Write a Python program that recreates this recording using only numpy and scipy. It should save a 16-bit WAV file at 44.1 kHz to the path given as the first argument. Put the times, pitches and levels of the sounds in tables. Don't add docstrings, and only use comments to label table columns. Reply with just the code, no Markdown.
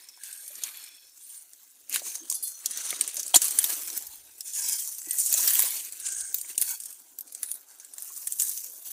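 import sys
import numpy as np
from scipy import signal
from scipy.fft import rfft, irfft, next_fast_len
from scipy.io import wavfile
from scipy.ndimage import uniform_filter1d, map_coordinates

SR = 44100
rng = np.random.default_rng(int(sys.argv[2]) if len(sys.argv) > 2 else 0)


def digitize_waveform(pressure):
    field = np.atleast_2d(pressure).T
    bounded = np.clip(field, -1, 1)
    quanta = np.round(bounded * 32767).astype(np.int16)
    wavfile.write(sys.argv[1], SR, quanta)


def ratio_of_db(decibels):
    return 10 ** (np.asarray(decibels, float) / 20)


N = 393352

# (time [s], mean level [dB])
AIR_LEVEL = [(0, -94), (1.8, -99), (2.2, -92), (3.2, -89), (3.35, -76), (3.6, -80), (4.2, -76), (4.55, -87),
             (5.2, -89), (5.4, -77), (5.8, -84), (6.2, -75), (6.45, -83), (6.6, -75), (7, -97),
             (8.1, -97.5), (8.4, -75.5), (8.7, -87), (8.92, -94)]
# (frequency [Hz], density [dB per Hz])
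AIR_COLOUR = [(15, -24.5), (25, -2), (55, -2.5), (110, -3.5), (150, -23), (250, -68.5)]
# (frequency [Hz], width [Hz])
NARROW_BANDS = [(300, 66), (930, 120), (1600, 170), (2250, 110), (2550, 100), (3350, 150), (4300, 300),
                (5500, 250), (6500, 350), (8800, 1200), (11500, 500), (12800, 150), (13650, 150)]
# (start [s], end [s], level before the swell [dB], pitch singing loudest [Hz], # strength of
# the other bands [dB])
NARROW_STROKES = [(0.17, 0.447, -60, 1620, -12.5), (.193, .508, -47.5, 8800, -9),
                  (.212, 0.903, -51.5, 11460, -14), (0, .2, -58, 5300, -6), (.45, .95, -61, 2400, -9),
                  (.6, 1.09, -61.5, 3400, -6), (.75, 1.15, -59, 5400, -15), (1.197, 1.433, -47, 9150, -25),
                  (2.028, 2.238, -45, 6360, -20), (2.197, 2.277, -57.5, 301, -20),
                  (2.682, 2.975, -42.5, 6040, -18), (4.45, 4.527, -46, 7100, -5.5),
                  (4.531, 4.605, -34.5, 6820, -21), (4.56, 4.777, -56, 1630, 2.5),
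                  (4.62, 4.8, -41, 5000, -15), (4.64, 4.842, -54.5, 3190, -12),
                  (5.04, 5.183, -56, 1960, -7.5), (5.081, 5.2, -41.5, 13700, -1.5),
                  (5.309, 5.445, -49.5, 2570, -7), (5.995, 6.33, -38, 8400, -22), (6, 6.33, -45, 6540, -25),
                  (5.989, 6.33, -54, 1563, -18), (6.67, 6.755, -54, 1500, 1), (6.63, 6.78, -51, 4500, -3),
                  (6.8, 7, -50, 8600, -20), (7.448, 7.575, -39, 9670, -25)]
# (frequency [Hz], level when shaken along [dB], 60 dB decay [s])
METAL_PIECES = [(3490, -29, .25), (4247, -22, .35), (4794, -10, 0.18), (5582, -31, 0.67),
                (5986, -60.5, 0.2), (6535, -23, .2), (7720, -16, 0.23), (8800, -14, 0.19), (10240, 0, 0.15),
                (11260, -38, 0.063), (12170, -6, .12), (13080, -17, .1), (13930, -30, .1),
                (14780, -14, 0.1)]
# (time [s], level [dB], pitch of the piece struck hardest [Hz], strength of the others [dB])
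METAL_CONTACTS = [(2.329, -40, 10240, 3), (2.347, -27, 11260, -5), (2.355, -49, 4247, -6),
                  (2.425, -27, 11260, -3), (2.433, -21.5, 10240, -8), (2.44, -49, 3490, 8),
                  (2.47, -27, 11260, -8), (2.5, -43, 12170, -5), (2.53, -50, 4247, 3),
                  (2.54, -42, 5986, -10), (2.6, -42, 7720, -20), (4.605, -37, 7720, -25),
                  (4.64, -26, 7720, -25), (4.63, -35, 5582, -25), (5.0, -37, 7720, -25),
                  (5.05, -37, 7720, -25)]
# (time [s], level before make-up gain [dB], pitch [Hz],
# 60 dB decay, at least 0.008 in use [s])
STEM_KNOCKS = [(.177, -48, 910, 0.011), (.505, -56.5, 588, .073), (1.962, -32, 4240, 0.0063),
               (2.02, -38.5, 574, .015), (2.0667, -41.5, 1070, .011), (2.3162, -46, 1060, .037),
               (2.9154, -34.5, 2150, .01), (2.929, -40, 1240, 0.032), (2.9301, -24.5, 2160, .012),
               (3.012, -37, 1260, .012), (3.1814, -43.5, 603, .04), (3.3435, -15.5, 776, 0.016),
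               (3.3443, -8, 3220, 0.012), (3.3594, -12, 4200, .017), (3.3641, -22.5, 328, .014),
               (3.6053, -29, 3300, .011), (3.645, -40, 935, .023), (3.6465, -30, 3840, .012),
               (5.0732, -44.5, 326, 0.04), (5.348, -41.5, 630, .027), (5.3948, -41.5, 973, .04),
               (5.641, -33, 510, 0.012), (6.4488, -38, 2230, .0095), (6.5047, -37.5, 2750, .012),
               (6.5486, -41, 2960, .011), (6.58, -39, 324, 0.014), (6.6222, -31, 3470, .012),
               (7.4393, -42, 2000, 0.01), (8.1053, -49, 1090, 0.031)]
# (frequency [Hz], density [dB per Hz])
LEAF_COLOUR = [(3200, -79), (4500, -17), (6000, 1.5), (8000, 3.5), (9500, 5), (10500, -5.5), (12000, -22.5)]
TIPS_COLOUR = [(8500, -48), (9800, -13), (10800, -9.5), (13000, -3.5), (15300, -4), (15700, -21.5),
               (16600, -59)]
TWIG_COLOUR = [(900, -20.5), (1300, -17), (1700, -6.5), (2600, -4.5), (3500, -2.5), (4400, -0.5),
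               (5500, -13)]
SOIL_COLOUR = [(120, -23), (190, -11), (280, 2.5), (500, 0), (800, 1), (1250, -4.5), (1700, -2)]
# (peak time [s], rise [s per 20 dB],
# fall [s per 20 dB], leaf hiss [dB], thin tips over it [dB], twig scrape over it [dB])
BRUSH_PUSHES = [(0, .1, 0.3, -55, -1.5, -2), (.26, .1, .27, -45, -2.5, -6.5),
                (.46, 0.2, .5, -48, -3.5, -11.5), (.65, 0.14, 0.39, -43, -2.5, -2.5),
                (1.33, 0.26, .2, -47, 0, -12.5), (1.55, 0.1, .9, -57, 0, -11.5),
                (1.95, 0.04, 0.054, -25.5, -4, -4.5), (2.08, 0.08, 0.09, -31, -6.5, -13),
                (2.14, 0.12, .35, -43, -6, -11.5), (2.315, .025, .15, -37, -10, -27),
                (2.435, .03, .3, -40, -5, -30), (2.715, .06, .6, -36, -18, -12),
                (2.91, .35, 0.3, -34, -8, -7), (3.09, 0, 0.4, -41, -10, -9),
                (3.19, 0.1, 0.26, -35, -12, -17), (3.348, .01, 0.0417, -13, -13.5, -12),
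                (3.43, 0.06, 0.21, -27, -5.5, -10.5), (3.65, 0.29, 0.22, -31, 1, -10),
                (3.8, 0.24, 0.55, -39, 0, -8), (3.97, 0.5, .19, -40, -1.5, -14.5),
                (4.48, 0.11, 0.1, -40, -8, -17), (4.57, 0.07, 0.33, -31, -13, -17.5),
                (4.68, 0.23, 0.44, -28, -3.5, -19), (4.9, .3, .18, -38, -4, -24),
                (5.11, .12, .4, -36, -6, -21), (5.2, .06, .55, -26, -3.5, -25),
                (5.4, 0.19, .18, -27, -5, -13.5), (5.48, .15, 0.29, -28, 5, -9.5),
                (5.58, .25, 0.4, -27, -2, -9), (6.07, .05, .12, -29, -21, -15.5),
                (6.2, 0.26, .5, -39, -13, -21), (6.36, .05, 0.15, -35, -1.5, -17),
                (6.5, .07, .1, -38, -3, -10.5), (6.6, 0.02, .12, -32, 3, -13),
                (6.7, .09, .09, -29, -2, -18.5), (6.81, .2, 0.43, -46, -1.5, -15.5),
                (7.28, .02, .1, -52, -3, -9), (7.35, 0.16, 0.14, -48, -10.5, -17),
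                (7.44, 0.08, .2, -48, 2, -6.5), (7.54, 0.27, 0.12, -50, 6, -12),
                (7.69, .04, .25, -52, -5, -11), (7.81, .02, .6, -53, -7, -12),
                (8.01, .1, .6, -46, -1.5, -14.5), (8.16, 0.35, 0.46, -47, -1.5, -18.5),
                (8.3, 0.36, .45, -42, 3, -18), (8.404, .025, .4, -31, .5, -17.5),
                (8.61, 0.3, .2, -43, 0.5, -21), (8.881, .11, 0.2, -45, 3.5, -9)]
# (leaf hiss [dB], thin tips [dB], twig scrape [dB])
QUIET_LEVELS = [-61, -64, -70]
# (time [s], level [dB])
GROUND_LEVEL = [(0, -77), (.6, -72.5), (1, -76), (1.85, -75), (2.05, -64), (2.6, -72), (2.75, -59),
                (3.25, -61.5), (3.5, -56.5), (3.95, -57), (4.15, -68.5), (5, -71.5), (5.3, -60.5),
                (5.9, -67), (6.9, -70), (7.9, -68), (8.92, -69.5)]
# (time [s], crack level before make-up gain [dB], ring pitch [Hz],
# 60 dB decay, at least 0.003 in use [s], wood level relative to the crack before its trim [dB])
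CLEAR_SNAPS = [(.0872, -34, 5580, .041, -31), (.236, -25, 8800, .012, -17), (.3293, -29, 8600, .012, -36),
               (.48, -30, 10500, .01, -30), (.5552, -30, 6900, .014, -29), (.637, -15, 6750, .015, -18),
               (.7727, -28, 11670, .01, -19), (.84, -33, 9000, .015, -20), (1.5345, -34, 9420, .003, -21),
               (1.8966, -22, 10790, .0079, -21), (1.9277, -18.5, 6550, .012, -24),
               (1.9426, -18, 13700, .03, -35), (1.9599, -13.5, 3900, 0.014, -5),
               (1.9954, -23, 5770, .01, -16), (2.1546, -19, 6550, .018, -23.5),
               (2.3002, -16, 8600, .018, -45), (2.3138, -18, 6500, .022, -42),
               (2.3256, -14, 8850, .0037, -42), (2.3456, -21, 9400, .01, -40),
               (2.3534, -21.5, 8800, .024, -40), (2.66, -10.5, 5900, .0068, -32),
               (2.71, -23, 9650, .059, -21), (2.7747, -20, 6340, .0092, -25),
               (2.9057, -18.5, 8900, .018, -6), (3.0117, -6, 8030, .003, -17.5),
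               (3.0778, -17.5, 8860, .017, -22), (3.1444, -26, 12000, .012, -29),
               (3.1686, -17.5, 6630, .029, -23), (3.1955, -21, 6330, .059, -27),
               (3.231, -23, 6130, .02, -39), (3.2646, -27, 8000, .03, -33), (3.28, -23.5, 9120, .016, -30),
               (3.3449, -7.5, 9000, .018, -17.5), (3.3592, -1, 7240, .04, -21.5),
               (3.4186, -14.5, 8500, .025, -17.5), (3.4437, -15.5, 10830, .029, -19),
               (3.4546, -14, 6800, 0.0079, -37), (3.483, -14.5, 10100, .0042, -34),
               (3.509, -17.5, 9150, .017, -28.5), (3.5886, -5.5, 9440, .013, -19.5),
               (3.6424, -8.5, 11730, .015, -14), (3.902, -24, 6000, .012, -18),
               (3.9767, -14, 13400, .01, -43), (4.0245, -26, 7720, .011, -33),
               (4.0688, -26, 13500, .027, -35), (4.408, -23, 5600, .012, -21),
               (4.5347, -25, 9500, .0063, -32), (5.0181, -26, 7950, .009, -19),
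               (5.1096, -14, 8530, .026, -23.5), (5.1855, -17.5, 8760, .028, -28),
               (5.2157, -17, 8200, .013, -27), (5.298, -16, 10140, .0068, -29),
               (5.3274, -7.5, 13170, .012, -32), (5.3404, -10, 7350, .009, -40),
               (5.478, -6, 5520, .011, -24), (5.5544, -10.5, 14340, .008, -9),
               (5.5938, -5, 10800, 0.0054, -16), (5.603, -10, 10700, .012, -28),
               (5.6224, -6.5, 14500, .019, -21), (5.8498, -20.5, 14050, 0.0088, -30),
               (5.924, -27.5, 8380, .013, -35), (6.0, -27, 9000, .02, -20), (6.1226, -22, 7700, .018, -25),
               (6.2092, -19.5, 9590, .003, -27), (6.3446, -8, 13900, .015, -26),
               (6.3855, -22, 13510, .012, -31), (6.4139, -22, 8800, .013, -34),
               (6.5795, -8.5, 9000, .015, -17.5), (6.6155, -7.5, 10960, .0048, -30.5),
               (6.6224, -14.5, 10400, .018, -17), (6.802, -25.5, 9100, .026, -34),
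               (6.837, -27, 8930, .007, -33), (6.8575, -26, 9030, .023, -30),
               (6.928, -31, 11230, .012, -24), (7.188, -20, 13000, .012, -35),
               (7.209, -24, 12500, .012, -42), (7.277, -39, 9000, .012, -20),
               (7.3239, -30, 10980, .018, -37), (7.3496, -21.5, 8000, .015, -29),
               (7.432, -13.5, 10450, .0049, -23.5), (7.516, -16, 9400, .003, -41),
               (7.7998, -31.5, 6200, 0.025, -22), (7.848, -32.5, 7700, .014, -28),
               (7.937, -32, 9000, .025, -25), (7.9834, -24.5, 7720, .003, -19),
               (8.0233, -18.5, 10300, 0.0041, -37), (8.273, -17.5, 8850, .025, -18.5),
               (8.3232, -14, 8200, 0.0065, -47), (8.3988, -12.5, 7200, .022, -19),
               (8.4214, -14.5, 7840, .0067, -18.5), (8.576, -24, 6200, .015, -30)]


def unit(x):
    return x / np.sqrt(np.mean(x ** 2) + 1e-20)


def peak_one(x):
    return x / np.max(np.abs(x))


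def curves(rows):
    time, *columns = np.transpose(rows)
    return [np.interp(np.arange(N) / SR, time, column) for column in columns]


def wobble(rate):
    knots = rng.standard_normal(int(N * rate / SR) + 4)
    return map_coordinates(knots, [np.arange(N) * rate / SR])


def coloured(x, points):
    m = next_fast_len(N + 8192)
    hz, db = np.transpose(points)
    log_bins = np.log(np.fft.rfftfreq(m, 1 / SR) + 1)
    gain = ratio_of_db(np.interp(log_bins, np.log(hz), db, left=-120, right=-120))
    return unit(irfft(rfft(x, m) * gain, m)[:N])


def resonance(f, hz, width_hz):
    return 1j * f * width_hz / (hz * hz - f * f + 1j * f * width_hz)


def air():
    level_db = curves(AIR_LEVEL)[0] + 2.8 * wobble(9) + 2.7 * wobble(30)
    return ratio_of_db(level_db) * coloured(rng.standard_normal(N), AIR_COLOUR)


def thicket(x):
    t = np.arange(SR // 8) / SR
    tail = rng.standard_normal(len(t)) * ratio_of_db(-60 * t / 0.035) * (t > .002)
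    return signal.fftconvolve(x, tail / np.linalg.norm(tail))[:N]


def rubs_and_breath():
    out = np.zeros(N)
    fade_db_per_octave = 10
    for start, end, db, loudest_hz, along_db in NARROW_STROKES:
        n = round((end - start) * SR)
        hz, width_hz = np.transpose(NARROW_BANDS)[:, :, None]
        loudest = np.arange(len(hz))[:, None] == np.argmin(abs(hz - loudest_hz))
        others_db = along_db - fade_db_per_octave * abs(np.log2(hz / loudest_hz))
        level_db = np.where(loudest, 0, others_db + rng.normal(0, 2.96, hz.shape))
        hz = np.where(loudest, loudest_hz, hz)
        unevenness = unit(uniform_filter1d(rng.standard_normal(SR), size=200))[:n]
        slips = rng.standard_normal(n) * ratio_of_db(4 * unevenness)
        f = np.fft.rfftfreq(n, 1 / SR)
        response = (f * width_hz / (hz * hz - f * f + 1j * f * width_hz)) ** 2
        bands = irfft(rfft(slips) * response, n)
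        sung = sum(ratio_of_db(gain_db) * unit(band) for gain_db, band in zip(level_db, bands))
        swell = np.sin(np.pi * np.arange(n) / n) ** 0.45
        out[round(start * SR):][:n] += ratio_of_db(db) * sung * swell
    return out


def jingle():
    out, t = np.zeros(N + SR), np.arange(SR // 2) / SR
    hz, level_db, t60 = np.transpose(METAL_PIECES)[:, :, None]
    for s, db, struck_hz, along_db in METAL_CONTACTS:
        struck = np.arange(len(hz))[:, None] == np.argmin(abs(hz - struck_hz))
        others_db = level_db + along_db + rng.normal(0, 5.3, hz.shape)
        gain_db = db + np.where(struck, 0, others_db)
        tick = ratio_of_db(db - 11.5 - 60 * t / 0.0084) * np.diff(rng.standard_normal(len(t) + 1))
        ring = ratio_of_db(gain_db - 60 * t / t60) * np.sin(2 * np.pi * (hz * t + rng.random(hz.shape)))
        onset = 1 - np.exp(-t / .003)
        out[round(s * SR):][:len(t)] += ring.sum(axis=0) * onset + tick
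    return out[:N]


def knocks():
    out, t = np.zeros(N + SR), np.arange(SR // 8) / SR
    for s, db, hz, t60 in STEM_KNOCKS:
        slow = uniform_filter1d(rng.standard_normal(len(t) + 24), size=24)[::24]
        rough = np.diff(slow)
        rough = 1.13 * np.interp(np.arange(len(t)) / 24, np.arange(len(rough)), rough)
        note = (np.cos(2 * np.pi * hz * t) + rough) * ratio_of_db(-60 * t / max(t60, .008))
        onset = 1 - np.exp(-t / 0.00041)
        out[round((s - .002) * SR):][:len(t)] += ratio_of_db(db + 2.5) * note * onset
    return out[:N]


def patchy(depth_db, streak_db):
    z = signal.stft(rng.standard_normal(N), nperseg=256)[2]

    def field(bins, frames):
        smooth = uniform_filter1d(rng.standard_normal(z.shape), bins, axis=0)
        return unit(uniform_filter1d(smooth, frames, axis=1))

    gain_db = depth_db * field(4, 12) + streak_db * field(1, 60)
    return unit(signal.istft(z * ratio_of_db(gain_db), nperseg=256)[1][:N])


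def crackle(mid_hz, octaves, cycles, spread_db, count):
    start = (rng.random((count, 1)) * N).astype(int)
    size = np.minimum(rng.exponential(1, count), 4)
    hz = mid_hz * 2 ** (octaves * rng.standard_normal(count))
    hz = np.clip(hz, 300, .36 * SR)[:, None]
    k = np.arange(128)
    turns = hz * k / SR
    grain = ratio_of_db(spread_db * size)[:, None] * np.exp(-turns / cycles) * np.sin(2 * np.pi * turns)
    at = start + k
    return unit(np.bincount(at.ravel(), grain.ravel(), N + len(k))[:N])


def rustle_db():
    t = np.arange(0, N, 64) / SR
    soil_under_twig_db = 17
    peak_s, rise, fall, leaf_db, tips_db, twig_db = np.transpose(BRUSH_PUSHES)[:, :, None]
    swell_db = leaf_db - 20 * np.where(t < peak_s, (peak_s - t) / rise, (t - peak_s) / fall)
    overs = [0, tips_db, twig_db, twig_db - soil_under_twig_db]
    quiet = [*QUIET_LEVELS, np.interp(t, *np.transpose(GROUND_LEVEL))]
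    levels = []
    for over_db, quiet_db in zip(overs, quiet):
        power = np.sum(ratio_of_db(swell_db + over_db) ** 2, axis=0) + ratio_of_db(quiet_db) ** 2
        levels.append(np.interp(np.arange(N) / SR, t, 10 * np.log10(power)))
    return levels


def brush():
    levels = rustle_db()
    breaks = crackle(mid_hz=8000, octaves=0.66, cycles=1.14, spread_db=5.0, count=16000)
    breaks += 0.83 * crackle(mid_hz=2193, octaves=0.845, cycles=3.5, spread_db=3.5, count=5000)
    rubbing = patchy(depth_db=2.5, streak_db=3.0)
    busy = np.clip((levels[0] + 67) / 18, .15, 1)
    flutter_db = busy * (1.2 * wobble(30) + 1.8 * wobble(90))
    trim_db = -1.6
    shares = [0.39, 0.51, 0.3, 0.14]
    colours = [LEAF_COLOUR, TIPS_COLOUR, TWIG_COLOUR, SOIL_COLOUR]
    out = np.zeros(N)
    for level_db, share, colour in zip(levels, shares, colours):
        layer = unit(share * coloured(breaks, colour) + (1 - share) * coloured(rubbing, colour))
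        out += ratio_of_db(level_db + flutter_db + trim_db) * layer
    return out


def small_snaps():
    count = 30
    leaf_db, draw = rustle_db()[0], rng.standard_normal((count, 4))
    chance = np.cumsum(ratio_of_db(leaf_db / 3))
    at = np.searchsorted(chance, rng.uniform(.01, .99, count) * chance[-1])
    level_db = leaf_db[at] + 7 + 3 * draw[:, 0]
    hz = np.minimum(9300 * 2 ** (.3 * draw[:, 1]), 15000)
    t60_s = .012 * 2 ** (.8 * draw[:, 2])
    wood_db = -26.5 + 6 * draw[:, 3]
    return np.transpose([at / SR, level_db, hz, t60_s, wood_db])


def snaps():
    out, t = np.zeros(N + SR), np.arange(-256, 1792) / SR
    f = np.fft.rfftfreq(len(t), 1 / SR)
    for s, db, hz, t60, wood_db in [*CLEAR_SNAPS, *small_snaps()]:
        shape = ratio_of_db(-60 * np.where(t < 0, -t / .006, t / max(t60, .003)))
        noise = rng.standard_normal((2, len(t))) * shape + 3.0 * (t == 0)
        wood_hz = 2400 * 2 ** rng.normal(0, .3)
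        splinters = resonance(f, hz, 0.089 * hz) + 0.27 * resonance(f, 8800, 9000)
        crack = irfft(rfft(noise[0]) * splinters * resonance(f, 8750, 8700))
        wood = irfft(rfft(noise[1]) * resonance(f, wood_hz, 1530) ** 2)
        snap = peak_one(crack) + ratio_of_db(wood_db - 3.5) * peak_one(wood)
        out[round((s + t[0]) * SR):][:len(t)] += ratio_of_db(db + 3.0) * snap
    return out[:N]


def scene():
    near = snaps() + knocks() + jingle()
    airborne = near + ratio_of_db(-7) * thicket(near) + brush() + rubs_and_breath()
    bass_cut = signal.butter(3, 170, "high", fs=SR, output="sos")
    return (signal.sosfilt(bass_cut, airborne) + air())[None]


def band_limit(x):
    return signal.sosfilt(signal.butter(12, 16630, fs=SR, output="sos"), x)


def record(dry):
    top_hz = 15600
    soft = dry / (1 + np.abs(dry / .85) ** 4) ** (1 / 4)
    keep = np.where(np.fft.rfftfreq(N, 1 / SR) < top_hz, 1, ratio_of_db(-38))
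    mix = irfft(rfft(soft) * keep, N)
    return band_limit(mix)


dry = scene()
out = record(dry)
digitize_waveform(out)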